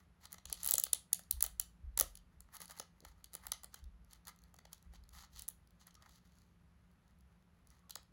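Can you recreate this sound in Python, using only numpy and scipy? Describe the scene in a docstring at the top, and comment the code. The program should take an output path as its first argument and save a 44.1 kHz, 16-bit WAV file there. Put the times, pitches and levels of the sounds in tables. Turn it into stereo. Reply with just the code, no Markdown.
"""On dry wood in a quiet room, two stag beetles wrestle close under a phone.
Jaws and shells crack together; claws scratch by stick-slip, tick and squeak.
These forces excite the resonant modes of shell and wood, and the ceiling and walls reflect the sound.
Soft pushes knock on the wood and thump through the table, over a faint hum and the room's hush."""
import sys
import numpy as np
from scipy import signal
from scipy.fft import rfft, irfft, next_fast_len
from scipy.io import wavfile
from scipy.ndimage import uniform_filter1d

SR = 44100
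rng = np.random.default_rng(int(sys.argv[2]) if len(sys.argv) > 2 else 0)


def store_wav(level_fs):
    """Save 16-bit WAV to argv[1]."""
    pcm = np.round(np.clip(np.atleast_2d(level_fs), -1, 1) * 32767)
    wavfile.write(sys.argv[1], SR, pcm.T.astype(np.int16))


N = 358091

# Spectrum of the hush: f/Hz, relative density/dB
HUSH_SPECTRUM = [(18, -35), (30, -19.5), (65, 3), (119, -9.5), (177, -6.5), (302, -25), (1330, -21.5),
                 (6900, -40), (8530, -44.5), (11400, -34), (13400, -55.5), (17000, -67)]
# Left-right likeness of the hush: f/Hz, coherence
HUSH_COHERENCE = [(60, 0.55), (250, 0.93), (700, 0.15), (1500, 0.03)]
# Bands of the hum: f/Hz, bandwidth/Hz, rms level/dB
HUM_BANDS = [(61, 22, -72), (174.44, 6.8, -74.5)]
# Claw drags: t/s, duration/s, claw level/dB, shell re claw/dB, wood re claw/dB
DRAGS = [(0.211, 0.056, -69.5, 5, 6.5), (0.3, 0.05, -72.5, 2.5, 7), (0.47, 0.11, -73.5, 14.5, 4),
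         (0.582, 0.17, -60, 4.5, -2), (2.525, 0.049, -55, -9, 0.5), (2.604, 0.051, -54.5, -4, -2.5),
         (2.679, 0.055, -64, 1, -0.5), (2.742, 0.065, -65, 0.5, 5), (3.033, 0.097, -76, 4, 3),
         (3.321, 0.027, -72.5, 5.5, 7.5), (3.42, 0.048, -66.5, -6.5, 4), (3.713, 0.092, -81, 9.5, 9.5),
         (4.088, 0.086, -74.5, 3, 5), (4.257, 0.053, -66, 2.5, 6.5), (4.718, 0.025, -68.5, -1, 2.5),
         (4.925, 0.041, -73.5, 7, 4.5), (5.119, 0.086, -66, 2.5, 2), (5.17, 0.085, -66.5, 8.5, 6.5),
         (5.321, 0.13, -68, 5.5, -1), (5.791, 0.052, -78, 9.5, 5), (5.86, 0.035, -75, 6, 12),
         (6.008, 0.07, -78.5, 3, 16.5), (6.082, 0.1, -75.5, 7, -3), (6.169, 0.34, -87.5, 5, -4.5),
         (6.552, 0.49, -102, 3, 14), (7.66, 0.16, -85.5, 4.5, 8.5)]
# Jaw and shell cracks: t/s, snap level over 5 ms/dB, shell re snap/dB, wood re snap/dB
CRACK_EVENTS = [(0.255, -51.5, 0, -19), (0.3212, -52, -7, -28), (0.3285, -42.5, -11.5, -16.5),
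                (0.3429, -54.5, -0.5, -2.5), (0.383, -69, 12.5, 8.5), (0.4553, -47.5, 0, -11),
                (0.499, -50, -3, -6.5), (0.5273, -31, -9, -27), (0.6324, -36, -19, -25),
                (0.646, -35, -12.5, -24.5), (0.6545, -37.5, -11, -17.5), (0.662, -30.5, -14, -22),
                (0.675, -29, -17, -33), (0.688, -34, -7, -14), (0.692, -39, -3.5, -22),
                (0.7, -41, -14, -24.5), (0.71, -22, -19.5, -34), (0.7193, -33, -11, -18),
                (0.7377, -24, -18, -32.5), (0.7393, -21.5, -14.5, -32.5), (0.755, -31.5, -12.5, -29.5),
                (0.7819, -24, -18, -21.5), (0.799, -28.5, -18, -36), (0.838, -25, -11, -31.5),
                (0.866, -59.5, 13.5, 6.5), (0.9321, -20, -13, -27), (1.131, -20.5, -17.5, -32.5),
                (1.1932, -49.5, -8.5, -7), (1.3106, -23, -16.5, -35.5), (1.4075, -36.5, -4.5, -18.5),
                (1.4256, -20, -23, -24.5), (1.4402, -32, -15.5, -15.5), (1.448, -45, -1, -12.5),
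                (1.4634, -37.5, -9.5, -19), (1.5983, -27, -11, -25), (1.9754, -27, -13, -19),
                (1.9902, -27.5, -13, -16), (1.9986, -20.5, -15.5, -21.5), (2.01, -21.5, -15.5, -18.5),
                (2.154, -50, -7.5, -44), (2.173, -56, -0.5, -17), (2.4055, -50.5, -14.5, -20),
                (2.5446, -61, -7, -18), (2.5675, -50.5, -2.5, -21), (2.6036, -49.5, -8, -6),
                (2.6173, -45, -8, -12), (2.6566, -51.5, -8, -21), (2.698, -55.5, -9, 2.5),
                (2.7092, -49.5, -6, -7), (2.7981, -42, 0, -7), (3.05, -53, -0.5, 0), (3.243, -49, -3, -19),
                (3.334, -51, -6, -12), (3.34, -45.5, -12.5, -19), (3.3515, -39, -9.5, -13.5),
                (3.468, -37.5, -12.5, -14), (3.5192, -32.5, -2.5, -11), (3.6341, -49, -10, -7.5),
                (3.644, -44, -11.5, -13.5), (3.743, -47, -2, -7.5), (4.1325, -51.5, -6, -23),
                (4.271, -49.5, -4.5, -9), (4.281, -47, -6.5, -9), (4.542, -59, -8, -3.5),
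                (4.588, -61.5, 3, 3), (4.6527, -68, 10.5, 10), (4.7309, -46, -4, -20),
                (4.9364, -65, -7.5, 3), (5.361, -61, 4.5, -2.5), (5.394, -43, -6.5, -24),
                (5.4211, -43.5, -11.5, -26), (5.4813, -41, -15, -20.5), (5.4865, -34, -21.5, -29),
                (5.87, -53.5, -12.5, -11.5), (5.908, -78, 15, -4.5), (5.952, -70.5, 12, 0.5),
                (6.0235, -71, 9.5, 3), (6.093, -62, -3.5, -6.5), (7.8962, -55.5, 0.5, -8),
                (7.9076, -45, -1.5, -17), (7.9554, -42.5, 0, -31)]
# Table thumps: t/s, peak level/dB
THUMP_EVENTS = [(0.45, -52.5), (1.328, -41.5), (1.831, -41), (2.017, -48.5), (2.359, -55), (3.054, -55),
                (3.441, -55.5), (3.818, -46), (4.854, -50), (4.974, -56), (5.127, -54), (5.327, -53)]
# Knocks on the wood: t/s, peak level/dB, contact time/ms
KNOCK_EVENTS = [(0.52, -51, 1.5), (0.74, -42, 1.43), (0.933, -51.5, 2), (2.01, -35, 1.28),
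                (2.799, -42.5, 1.16), (3.005, -61.5, 2.7), (3.024, -57.5, 2.3), (3.037, -55, 2.5),
                (7.9585, -39, 0.28)]
# Claw ticks: t/s, peak level/dB
TICK_EVENTS = [(1.236, -49), (2.6797, -41.5), (2.7804, -54), (2.788, -38), (2.8255, -47), (3.0046, -46),
               (3.084, -49.5), (3.7903, -51.5), (3.841, -46), (4.047, -54.5), (4.11, -48.5), (4.2527, -48),
               (4.3615, -51), (4.3895, -50.5), (4.4194, -57), (4.4376, -49), (4.564, -50), (4.78, -51),
               (4.8262, -50.5), (5.038, -51.5), (5.091, -46.5), (5.6738, -55), (5.7069, -58),
               (5.7985, -59.5), (5.81, -56.5), (5.943, -51), (6.2751, -61.5), (6.3545, -60.5),
               (6.3854, -50.5), (6.4184, -54.5), (6.9142, -61.5), (7.0794, -58.5), (7.109, -65),
               (7.188, -61), (7.208, -58), (7.4245, -64.5), (7.672, -46.5), (7.7032, -46.5), (7.7526, -62),
               (7.7927, -59.5), (8.0306, -48.5)]
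# Claw squeaks: t/s, duration/s, f/Hz, rms level at the crest/dB
SQUEAK_EVENTS = [(5.951, 0.067, 1250, -69), (7.792, 0.099, 1140, -75.5)]
# Resonances of claw, shell, wood, snapping joint and table: f/Hz, bandwidth/Hz, relative gain/dB
CLAW_MODES = [(8320, 4000, -2.5), (11405, 2000, 6.5), (14500, 5600, -2)]
SHELL_MODES = [(2465, 320, -8.5), (3071, 515, -1), (4516, 860, -1), (5510, 280, -2.5), (6370, 1200, -3.5)]
WOOD_MODES = [(260, 1300, -11.5), (530.4, 78, 6), (604, 310, 1.5), (855, 190, 5.5), (1250, 160, 7),
              (1959, 250, 6)]
SNAP_MODES = [(8155, 3080, 4.5), (9800, 4730, 4), (14900, 1800, -1)]
TABLE_MODES = [(43, 2.79, 2.5), (56.08, 1.27, 7), (66.28, 9.1, 3)]
# Weighting of the top three wood modes under a dragged claw: gain/dB
RASP_GAINS = [-4.5, -2, -2.5]
# Phase difference between the phone's two microphone ports: f/Hz, lead of the left/rad
PORT_LEAD = [(0, 0), (1200, 1.0), (3000, 3.2), (3900, 4.4), (6200, 5.3), (7200, 4.84), (17000, -7.73)]
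# Level difference between the ports: f/Hz, left minus right/dB
PORT_SHADING = [(200, 1.5), (600, 3.5), (1400, 3), (2500, -1), (5000, -4), (7500, 3.5), (13000, -0.5)]

SIDE_DB = -5.5  # side (left-right difference) re mid (common part) for shell and wood


def undb(db):
    """Amplitude ratio of a level in dB."""
    return 10 ** (np.asarray(db) / 20)


def level(x, db):
    """Scaling to an rms level."""
    return x * undb(db) / np.sqrt(np.mean(x ** 2))


def ring(x, modes, shift_db=None):
    """Modal superposition: resonators keep the power of white noise; shift_db then weights each mode."""
    def bank(force, shifts):
        return sum((-1) ** k * undb(db + shifts[k])
                   * signal.lfilter(*signal.iirpeak(hz, hz / width, SR), force)
                   for k, (hz, width, db) in enumerate(modes))
    even = np.zeros(len(modes))
    impulse_response = bank(signal.unit_impulse(SR // 2), even)
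    return bank(x, even if shift_db is None else shift_db) / np.sqrt(np.sum(impulse_response ** 2))


def wander(rate_hz):
    """Slow random modulation: held values, smoothed twice, with a spread near 1."""
    hold = int(SR / rate_hz)
    steps = np.repeat(rng.standard_normal(N // hold + 1), hold)
    return 4 / 3 * uniform_filter1d(uniform_filter1d(steps, hold), hold)[:N]


def bursts(starts, db, waves):
    """Linear superposition of transients, each at its own time and gain."""
    out = np.zeros(N + waves.shape[1])
    samples = (starts * SR).astype(int)[:, None] + np.arange(waves.shape[1])
    np.add.at(out, samples, undb(db)[:, None] * waves)
    return out[:N]


def blows(events, modes):
    """Pulse excitation: the longer a smooth push lasts, the lower the modes it can excite."""
    starts, db, push_ms = np.transpose(events)
    ms = np.arange(SR) * 1000 / SR
    force = np.sin(np.pi * np.clip(ms / push_ms[:, None], 0, 1)) ** 2
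    rung = ring(force, modes)
    return bursts(starts, db, rung / np.max(np.abs(rung), axis=1, keepdims=True))


def hush(rms_db=-69.5, waver_db=0.03):
    """Partial coherence: room and microphone noise is alike left and right only in the bass."""
    size = next_fast_len(N)
    log_hz = np.log(np.fft.rfftfreq(size, 1 / SR) + 1)
    hz, db = np.transpose(HUSH_SPECTRUM)
    colour = undb(np.interp(log_hz, np.log(hz), db))
    hz, coherence = np.transpose(HUSH_COHERENCE)
    coherence = np.interp(log_hz, np.log(hz), coherence)
    mid, side = rfft(rng.standard_normal((2, size))) * colour * np.sqrt([1 + coherence, 1 - coherence])
    noise = irfft([mid + side, mid - side], size)[:, :N]
    return level(noise * undb(waver_db * wander(3.8)), rms_db)


def hum(side_db=-9):
    """Narrow-band noise: neighbouring frequencies beat, so the low hum wavers."""
    out = 0
    for hz, width, db in HUM_BANDS:
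        mid, side = ring(rng.standard_normal((2, N)), [(hz, width, 0)])
        out += level(mid + undb(side_db) * np.array([side, -side]), db)
    return out


def scratches(slips_hz=2500, scatter_db=2.5, patchy_db=3, fidget_db=-98):
    """Stick-slip friction: dense, uneven slips on the grain excite claw, shell and wood (mid, side)."""
    t = np.arange(N) / SR
    effort = np.zeros((3, N))  # claw, shell, wood
    for start, length, db, shell_db, wood_db in DRAGS:
        edge = 0.24 * length
        part = slice(max(int((start - edge) * SR), 0), int((start + length + edge) * SR))
        inside = np.minimum(t[part] - start, start + length - t[part])
        swell = np.clip(inside / edge / 2 + .5, 0, 1) ** 2
        effort[:, part] += swell * undb(db + np.array([0, shell_db, wood_db]))[:, None]
    effort += undb(fidget_db + 6 * wander(22) + np.array([[0], [0], [10]]))  # the legs never quite rest
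    slipping = rng.random(N) < slips_hz / SR
    slips = slipping * undb(scatter_db * rng.exponential(size=N) + patchy_db * wander(120))
    slips /= np.sqrt(uniform_filter1d(slips ** 2, SR // 25) + 1)  # evens the effort along a drag
    mid, side = level(slips * rng.standard_normal((2, 3, N)), 0) * effort
    # slips are too quick to move the lowest modes of the wood
    body_mid, body_side = [ring(shell, SHELL_MODES) + ring(wood, WOOD_MODES[3:], RASP_GAINS)
                           for _, shell, wood in (mid, side)]
    return np.array([ring(mid[0], CLAW_MODES) + body_mid, undb(SIDE_DB) * body_side])


def cracks(rise_ms=0.8, rattle_db=-9, shell_ms=2.9, wood_ms=1.8, wood_lag_ms=1.2, vary_db=1.5):
    """Impulse excitation: a joint snaps with a very quick rise, then rattles; shell and wood ring."""
    times, db, shell_db, wood_db = np.transpose(CRACK_EVENTS)
    ms = np.arange(-200, 900) * 1000 / SR
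    starts = times + ms[0] / 1000
    splinters = np.exp(-(ms / 0.34 - 1) ** 2)
    rattle = undb(rattle_db) * np.exp(-np.maximum(ms, 0) / 2)
    snap = (splinters + rattle) * np.exp(np.minimum(ms, 0) / rise_ms)
    shell = np.exp(-np.abs(ms) / np.where(ms < 0, rise_ms, shell_ms))
    wood = np.exp(-np.abs(ms - wood_lag_ms) / wood_ms)
    force = rng.standard_normal((len(times), 2, 3, len(ms))) * [snap, shell, wood]
    force[:, :, 0, np.searchsorted(ms, .3)] = undb(14)  # the break itself is a single impulse
    # every crack strikes another spot, which weights the modes differently
    spot_db = vary_db * rng.standard_normal((len(times), len(SHELL_MODES))).T[:, :, None, None]
    # a sharp crack leaves the lowest modes of the wood still
    parts = [(SNAP_MODES, 0), (SHELL_MODES, shell_db), (WOOD_MODES[2:], wood_db)]
    mid, side = np.zeros((2, N))
    for k, (modes, relative_db) in enumerate(parts):
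        is_body = k > 0  # shell or wood
        rung = ring(force[:, :, k], modes, is_body * spot_db)
        rung *= np.sqrt(0.005 * SR / np.sum(rung ** 2, axis=2, keepdims=True))  # unit rms over 5 ms
        mid += bursts(starts, db + relative_db, rung[:, 0])
        side += is_body * bursts(starts, db + relative_db + SIDE_DB, rung[:, 1])
    return np.array([mid, side])


def thumps(push_ms=14):
    """Structure-borne sound: slow pushes ring the table's bass modes, a little louder on the right."""
    pushes = [(start, db, push_ms) for start, db in THUMP_EVENTS]
    return blows(pushes, TABLE_MODES) * undb([[-.5], [.5]])


def knocks():
    """Damped free vibration: the wood rings dully after each brief push."""
    return blows(KNOCK_EVENTS, WOOD_MODES)


def ticks(decay_ms=0.95, vary_db=3):
    """Transient excitation: a claw tip lets go, and claw and leg give one dry click of varying colour."""
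    starts, db = np.transpose(TICK_EVENTS)
    ms = np.arange(300) * 1000 / SR
    draws = rng.standard_normal((len(starts), len(ms) + len(SHELL_MODES)))
    force = draws[:, :len(ms)] * np.exp(-ms / decay_ms)
    colour_db = vary_db * draws[:, len(ms):].T[:, :, None]
    rung = ring(force, CLAW_MODES) + ring(force, SHELL_MODES, colour_db)
    return bursts(starts, db, rung / np.max(np.abs(rung), axis=1, keepdims=True))


def squeaks(width_hz=25):
    """Sharp resonance: driven at random, it gives the thin, unsteady tone of a slipping claw."""
    t, out = np.arange(N) / SR, 0
    for start, length, hz, db in SQUEAK_EVENTS:
        swell = np.sin(np.pi * np.clip((t - start) / length, 0, 1))
        out += swell * level(ring(rng.standard_normal(N), [(hz, width_hz, 0)]), db)
    return out


def room(x, ceiling_s=0.0145, ceiling_db=-17.5, t60_s=0.23, air_hz=4500, side_hz=6000):
    """Reflection and reverberation: the ceiling answers first, then the walls' sound dies exponentially."""
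    late = np.arange(SR // 2) / SR - ceiling_s
    fade = undb(-60 * late / t60_s) * np.clip(late / .003 + .6, 0, 1)
    tail = rng.standard_normal((2, len(late))) * fade * undb(-12) / np.sqrt(np.sum(fade ** 2))
    echo = rng.standard_normal(len(late)) * np.exp(-(late / .0015) ** 2)  # an uneven ceiling smears it
    mid = signal.lfilter(*signal.butter(1, air_hz, fs=SR), tail[0])
    mid += undb(ceiling_db) * echo / np.sqrt(np.sum(echo ** 2))
    side = undb(-3) * signal.lfilter(*signal.butter(4, side_hz, fs=SR), tail[1])
    return x + signal.fftconvolve(x, [mid + side, mid - side], axes=1)[:, :N]


def ports(x):
    """Path difference and shading: each frequency reaches the two ports with its own phase and level."""
    size = next_fast_len(N)
    hz = np.fft.rfftfreq(size, 1 / SR)
    shading_db = np.interp(hz, *np.transpose(PORT_SHADING))
    lead = np.interp(hz, *np.transpose(PORT_LEAD))
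    left = undb(shading_db / 2) * np.exp(0.5j * lead)
    return irfft(rfft(x, size) * [left, 1 / left], size)[:, :N]


def scene():
    """Superposition: the beetles' airborne sound, through room and ports, adds to thumps, hum and hush."""
    mid, side = cracks() + scratches()
    mid += ticks() + squeaks() + knocks()
    airborne = ports(room(np.array([mid + side, mid - side])))
    return airborne + thumps() + hum() + hush()


def record(dry, low_hz=27, top_hz=16700):
    """Band limiting: the phone cuts the deepest bass and the highest treble."""
    dry = signal.sosfilt(signal.butter(4, low_hz, "high", fs=SR, output="sos"), dry)
    return signal.sosfilt(signal.ellip(8, .2, 70, top_hz, fs=SR, output="sos"), dry)


dry = scene()
out = record(dry)
store_wav(out)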